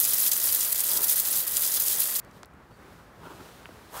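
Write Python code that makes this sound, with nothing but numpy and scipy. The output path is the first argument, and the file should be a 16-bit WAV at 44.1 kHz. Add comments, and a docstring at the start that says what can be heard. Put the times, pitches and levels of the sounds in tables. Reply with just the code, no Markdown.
"""A jet from a split garden pipe sprays against leaves and a wooden fence. Thousands of drops snap
in uneven surges, over the thin hiss of the split and the dull patter of the boards.
After 2.2 seconds the scene cuts abruptly from the spray to the low hum of a quiet garden.
A far bird chirps twice while someone walks along, with rustles, scuffs and the ticks and bumps
of something carried in the hand. A brighter scrape swells up close by at the very end."""
import sys
import numpy as np
from scipy import signal
from scipy.fft import rfft, irfft
from scipy.io import wavfile
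from scipy.ndimage import uniform_filter1d

SR = 44100
rng = np.random.default_rng(int(sys.argv[2]) if len(sys.argv) > 2 else 0)


def transcribe(signal):
    """Save signal, clipped to [-1, 1], as a 16-bit WAV file at the path in sys.argv[1]."""
    frames = np.atleast_2d(signal).T
    limited = np.clip(frames, -1, 1)
    pcm = np.round(limited * 32767).astype(np.int16)
    wavfile.write(sys.argv[1], SR, pcm)


N = 176400
T = np.arange(N) / SR
CUT_S, CUT_FADE_S = 2.2005, 0.0011  # when the scene cuts, and how fast

# How hard the jet lands: t/s, level/dB
JET_FORCE = [(0.01, -19.5), (0.03, -24), (0.04, -19.5), (0.07, -24.5), (0.14, -21), (0.15, -25.5),
             (0.28, -20.5), (0.31, -33.5), (0.32, -23.5), (0.42, -28), (0.44, -23), (0.67, -25.5),
             (0.72, -25.5), (0.73, -22), (0.73, -25), (0.74, -37), (0.75, -24), (0.77, -28), (0.81, -22),
             (0.83, -28), (0.89, -24), (0.97, -24), (1.0, -30.5), (1.04, -18.5), (1.06, -28.5), (1.1, -20),
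             (1.13, -23), (1.15, -29.5), (1.16, -21), (1.2, -22.5), (1.24, -32), (1.25, -24.5), (1.4, -24),
             (1.46, -36.5), (1.48, -25), (1.5, -31.5), (1.57, -21), (1.6, -27.5), (1.62, -22), (1.67, -26),
             (1.69, -24.5), (1.7, -26.5), (1.77, -21.5), (1.79, -32.5), (1.8, -23), (1.85, -28.5),
             (1.87, -21.5), (1.88, -24), (1.96, -25.5), (1.97, -31.5), (2.01, -22), (2.05, -26),
             (2.15, -29), (2.16, -19.5), (2.18, -29.5), (2.19, -26.5)]
# Bright tone of small drops: f/Hz, level/dB
FINE_TONE = [(1500, -35.5), (4000, -9), (6500, -11.5), (8000, -7), (10000, -1), (12000, 1.5), (13700, 3),
             (15800, 1)]
# Lower tone of larger drops: f/Hz, level/dB
COARSE_TONE = [(800, -31.5), (2000, -14), (2850, -9.5), (3200, -4), (4200, -9.5), (4750, 0), (5400, 0),
               (6500, 2.5), (8000, 3), (10500, -1.5), (16000, -21)]
# Larger drops compared with small ones, as the jet moves over leaves and boards: t/s, level/dB
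COARSE_MIX = [(0, -9.5), (.3, -8), (.6, -10.5), (.9, -8), (1.1, -9.5), (1.4, -11.5), (1.65, -9.5),
              (1.9, -7.5), (2.2, -9.5)]
# Faint whistles of the split in the pipe: f/Hz, width/Hz, level/dB
WHISTLES = [(1940, 60, -60.5), (3700, 120, -60.5), (4720, 70, -54.5), (7750, 79, -67), (12560, 40, -52),
            (13200, 60, -54)]
# Tone of water on wood and soil: f/Hz, level/dB
BOARD_TONE = [(30, -12.5), (70, -17), (150, -6), (300, -1.5), (550, 4), (750, 1), (950, 2), (1500, 3.5),
              (1950, 2.5), (2350, -1.5), (3500, 0), (7000, -23)]
# Tone of the garden background: f/Hz, level/dB
GARDEN_TONE = [(20, -34), (38, -10), (55, 1), (80, 0), (120, -2.5), (160, -1.5), (250, -5.5), (600, -9.5),
               (1300, -10), (1900, -15), (2700, -25), (5000, -34), (9000, -39), (16000, -41)]
# Lumps of water hitting leaves: t/s, level/dB, decay/s, larger drops compared with small ones/dB
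LEAF_SLAPS = [(0.05, -21.5, 0.0073, -4), (0.316, -23, 0.0066, 1), (0.471, -20, 0.0042, -3),
              (0.607, -26, .008, 4.5), (0.648, -25, 0.0077, -1), (1.473, -25.5, 0.0095, -13),
              (1.562, -29.5, 0.0082, 1.5), (1.608, -26, 0.0074, -9)]
# Single big drops close by: t/s, level/dB, f/Hz
CLOSE_DROPS = [(0.279, -11, 12000), (.3157, -6, 12950), (0.3192, -6, 7500), (.377, -5.5, 12900),
               (.526, -1, 13000), (.7292, -1.5, 11000), (1.5697, -3, 8000), (1.5713, -11, 11700),
               (1.6215, -6, 12500), (1.863, -12, 12000)]
# Scuffs, each timed at its loudest point: t/s, level/dB, rise/s, fall/s
SCUFF_STROKES = [(.96, -42.5, 0.063, 0.11), (2.712, -54.5, 0.013, 0.02), (2.995, -51.5, .02, .03),
                 (3.26, -44.5, 0.036, 0.03), (3.305, -43.5, .004, 0.033), (3.398, -47, .01, 0.022),
                 (3.46, -53, .02, 0.048)]
# Tone of a scuff: f/Hz, level/dB
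SCUFF_TONE = [(80, -26.5), (220, -7.5), (300, -3.5), (370, 2), (450, -1.5), (560, -3), (600, 0.5),
              (680, -13.5), (850, -3.5), (970, 4), (1080, -6), (1420, -3), (1900, -23), (3100, -18),
              (5000, -34), (16000, -33.5)]
# How loudly the walk rustles: t/s, level/dB
RUSTLE_LEVEL = [(2.22, -75), (2.37, -56.5), (2.5, -79.5), (2.68, -66.5), (2.93, -58), (3.13, -64.5),
                (3.28, -54), (3.48, -51.5), (3.68, -56), (3.9, -55.5), (3.97, -49), (4, -46)]
# Tone of the rustle: f/Hz, level/dB
RUSTLE_TONE = [(100, -23), (300, 5.5), (1200, -0.5), (2200, -4.5), (4000, -6), (7000, -11), (11000, -12.5),
               (16000, -14.5)]
# Ticks and knocks of the carried thing: t/s, level/dB, f/Hz, width/octaves, decay/s
KNOCK_HITS = [(2.2485, -38, 7950, 1.2, 0.0011), (2.313, -44, 6000, 0.61, .001),
              (2.432, -30, 4000, 1, 0.0011), (2.433, -32, 700, 1.1, 0.0056), (2.44, -50, 3800, .6, .001),
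              (2.448, -42, 3800, 0.58, .001), (2.458, -36, 10000, .9, .0005), (2.538, -51, 8000, .6, .0005),
              (3.6565, -34, 2520, 0.29, 0.0012), (3.6568, -31, 1260, 0.68, 0.0009),
              (3.690, -39, 1100, .6, .002), (3.692, -38, 420, 0.54, 0.003)]
# Notes of a far bird: t/s, level/dB, rise and fall/s
BIRD_NOTES = [(2.257, -73, 0.021), (2.74, -69, .025)]
# Bumps of the hand: t/s, level/dB, rise and fall/s
HAND_BUMPS = [(2.39, -51, 0.046), (2.553, -60, 0.017), (2.604, -63, 0.011), (2.716, -50.5, 0.025),
              (3.23, -51, 0.067), (3.407, -53, 0.055)]
# Dull tone of a bump: f/Hz, level/dB
BUMP_TONE = [(40, -15.5), (100, -1.5), (160, -1), (230, -6), (400, -8.5), (900, -19), (3000, -46)]
# Tone of the last scrape: f/Hz, level/dB
SCRAPE_TONE = [(100, -17), (300, -13), (520, -3), (700, -2), (950, 0), (1200, -1), (1900, -13), (2400, -17),
               (3100, -15), (4200, -18), (7000, -17), (11000, -15.5), (16000, -14)]


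def amp(db):
    """Turns decibels into a number to multiply by."""
    return 10 ** (np.asarray(db) / 20)


def unit(x):
    """Scales a signal to an average strength (rms) of 1."""
    return x / np.sqrt(np.mean(x ** 2) + 1e-20)


def curve(rows):
    """Joins (time, value) points with straight lines."""
    return np.interp(T, *np.transpose(rows))


def swell(at_s, db, width_s):
    """A smooth rise and fall around one moment."""
    return amp(db) * np.exp(-((T - at_s) / width_s) ** 2)


def colour(x, tone, size=4096):
    """Filters a signal to follow a tone table, then scales it to strength 1."""
    hz, db = np.transpose(tone)
    bin_hz = abs(np.fft.fftfreq(size, 1 / SR)) + 1
    log_gain = np.log(amp(np.interp(np.log(bin_hz), np.log(hz), db)))
    response = np.exp(np.conj(signal.hilbert(log_gain)))  # rings after a click, never before
    taps = np.fft.ifft(response).real[:size // 2]
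    return unit(signal.oaconvolve(x, taps)[:len(x)])


def wander(hz):
    """A random wobble, up to about the given rate."""
    spectrum = rfft(rng.standard_normal(N))
    return unit(irfft(spectrum / (1 + (np.fft.rfftfreq(N, 1 / SR) / hz) ** 4), N))


def impacts(per_s, spread_db):
    """Random clicks: many small, a few large."""
    size = amp(spread_db * np.minimum(rng.exponential(1, N), 4.5))
    sign = rng.choice([-1, 1], N)
    lands = rng.random(N) < per_s / SR
    return unit(size * sign * lands)


def droplets(per_s, spread_db, pitches=12, ring_s=0.00007):
    """Each drop lands with a tiny snap at one of several pitches."""
    hits = impacts(per_s, spread_db)
    choice = rng.integers(0, pitches, N)
    out, t = np.zeros(N), T[:128]
    shape = t / ring_s * np.exp(-t / ring_s)
    for k, hz in enumerate(np.linspace(1000, 17000, pitches)):
        snap = unit(shape * np.cos(2 * np.pi * hz * (t - ring_s)))
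        out += np.convolve(hits * (choice == k), snap)[:N]
    return unit(out)


def spray(clump_db=1.6):
    """Small, larger and a few nearby drops land in clumps as the jet surges."""
    clumps = unit(amp(clump_db * wander(hz=126)))
    small = droplets(per_s=7000, spread_db=3.5)
    nearby = amp(-9.5) * droplets(per_s=200, spread_db=1)
    fine = colour(small + nearby, FINE_TONE)
    coarse = colour(droplets(per_s=3000, spread_db=4), COARSE_TONE)
    surges = amp(curve(JET_FORCE) - 0.2)
    return clumps * surges * (fine + coarse * amp(curve(COARSE_MIX)))


def leak():
    """Water squeezing through the split hisses steadily, with a few fuzzy whistles."""
    out = amp(-38.5) * colour(rng.standard_normal(N), FINE_TONE)
    for hz, width, db in WHISTLES:
        phase = 2 * np.pi * hz * T
        whistle = wander(width / 2) * np.cos(phase) + wander(width / 2) * np.sin(phase)
        out += amp(db) * unit(whistle)
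    return out


def boards(follow=0.18):
    """Water patters dully on wood and soil, loosely following the force of the jet."""
    force_db = curve(JET_FORCE)
    patter = colour(impacts(per_s=2500, spread_db=1.62), BOARD_TONE)
    return amp(-45 + follow * (force_db - force_db.mean())) * patter


def fence(x, echo_db=-5, fade_s=0.04, places=16):
    """Adds short echoes from boards and ground; each landing place has its own echo."""
    t, echo = T[:2400], np.zeros(N)
    place = np.repeat(rng.integers(0, places, N // 48 + 1), 48)[:N]  # picked anew every 48 samples
    for k in range(places):
        taps = rng.standard_normal(len(t)) * (t > 0.001) * amp(-60 * t / fade_s)
        share = uniform_filter1d(1. * (place == k), size=12)
        echo += signal.oaconvolve(x * share, taps / np.linalg.norm(taps))[:N]
    return (x + amp(echo_db) * echo) / np.sqrt(1 + amp(echo_db) ** 2)


def garden(first_scene_db=-1.5):
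    """Low outdoor noise, a little quieter before the scene cuts and a little louder after."""
    level_db = -52.5 + first_scene_db * (T < CUT_S) + 1.4 * wander(hz=5.6)
    return amp(level_db) * colour(rng.standard_normal(N), GARDEN_TONE)


def slaps():
    """A lump of water slaps the leaves: a sudden crowd of drops that dies away fast."""
    fine = colour(droplets(per_s=8200, spread_db=1.6), FINE_TONE)
    coarse = colour(droplets(per_s=5000, spread_db=2.3), COARSE_TONE)
    out = np.zeros(N)
    for at_s, db, decay_s, coarse_db in LEAF_SLAPS:
        burst = (T >= at_s) * np.exp(-abs(T - at_s) / decay_s)
        out += amp(db) * burst * (fine + amp(coarse_db) * coarse)
    return out


def big_drops(width_s=0.00008):
    """A big drop close by makes one very short crack."""
    return sum(swell(at_s, db, width_s) * np.cos(2 * np.pi * hz * (T - at_s))
               for at_s, db, hz in CLOSE_DROPS)


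def scuffs():
    """Someone moving makes grainy scuffs: crowds of tiny clicks that swell and fade."""
    strokes = sum(swell(at_s, db, np.where(T < at_s, rise_s, fall_s))
                  for at_s, db, rise_s, fall_s in SCUFF_STROKES)
    return strokes * colour(impacts(per_s=2500, spread_db=2.7), SCUFF_TONE)


def rustle():
    """Walking rustles softly: clicks so close together that they blur."""
    return amp(curve(RUSTLE_LEVEL)) * colour(impacts(per_s=16000, spread_db=1.8), RUSTLE_TONE)


def knocks(size=4096):
    """The carried thing knocks: a dry click and a brief rattle around one pitch."""
    out, t = np.zeros(N + size), T[:size]
    grid_hz = np.geomspace(40, 20000, 40)
    for at_s, db, hz, octaves, decay_s in KNOCK_HITS:
        push = 0.15 * rng.standard_normal(size) * np.exp(-t / decay_s)  # the rattle
        push[0] += 2  # the click
        band_db = np.maximum(-4 * (np.log2(grid_hz / hz) / octaves) ** 2, -60)
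        hit = colour(push, np.c_[grid_hz, band_db])
        out[round(at_s * SR):][:size] += amp(db) * hit / abs(hit).max()
    return out[:N]


def bird(pitch_hz=4480, waver_hz=90):
    """A far bird sings thin, wavering notes."""
    notes = sum(swell(*row) for row in BIRD_NOTES)
    hz = pitch_hz + waver_hz * wander(hz=124)
    return notes * unit(np.sin(2 * np.pi * np.cumsum(hz) / SR))


def bumps():
    """A hand bumps the thing it carries: short swells of dull noise."""
    force = sum(swell(*row) for row in HAND_BUMPS)
    return force * colour(rng.standard_normal(N), BUMP_TONE)


def scrape(full_s=3.975, rise_s=0.043, db=-36.5):
    """A grainy scrape very close by swells and holds to the end."""
    force = np.where(T < full_s, swell(full_s, db, rise_s), amp(db))
    return force * colour(impacts(per_s=7000, spread_db=2.7), SCRAPE_TONE)


def scene():
    """The water until the scene cuts, with the garden, the bird and the person moving."""
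    first_scene = np.clip((CUT_S - T) / CUT_FADE_S, 0, 1)
    drops = first_scene * (spray() + slaps() + big_drops())
    echo_cut = np.maximum(first_scene, amp(-22))  # the last echo is turned down when the scene cuts
    water = fence(drops) * echo_cut + first_scene * (leak() + boards())
    mix = water + garden() + bird() + scuffs() + rustle() + bumps() + scrape() + knocks()
    return mix[None]


def record(dry, edge_hz=15760):
    """Cuts away the very highest treble."""
    low_pass = signal.firwin(801, edge_hz, window=("kaiser", 9), fs=SR)
    return signal.oaconvolve(dry, low_pass[None], "same")


dry = scene()
out = record(dry)
transcribe(out)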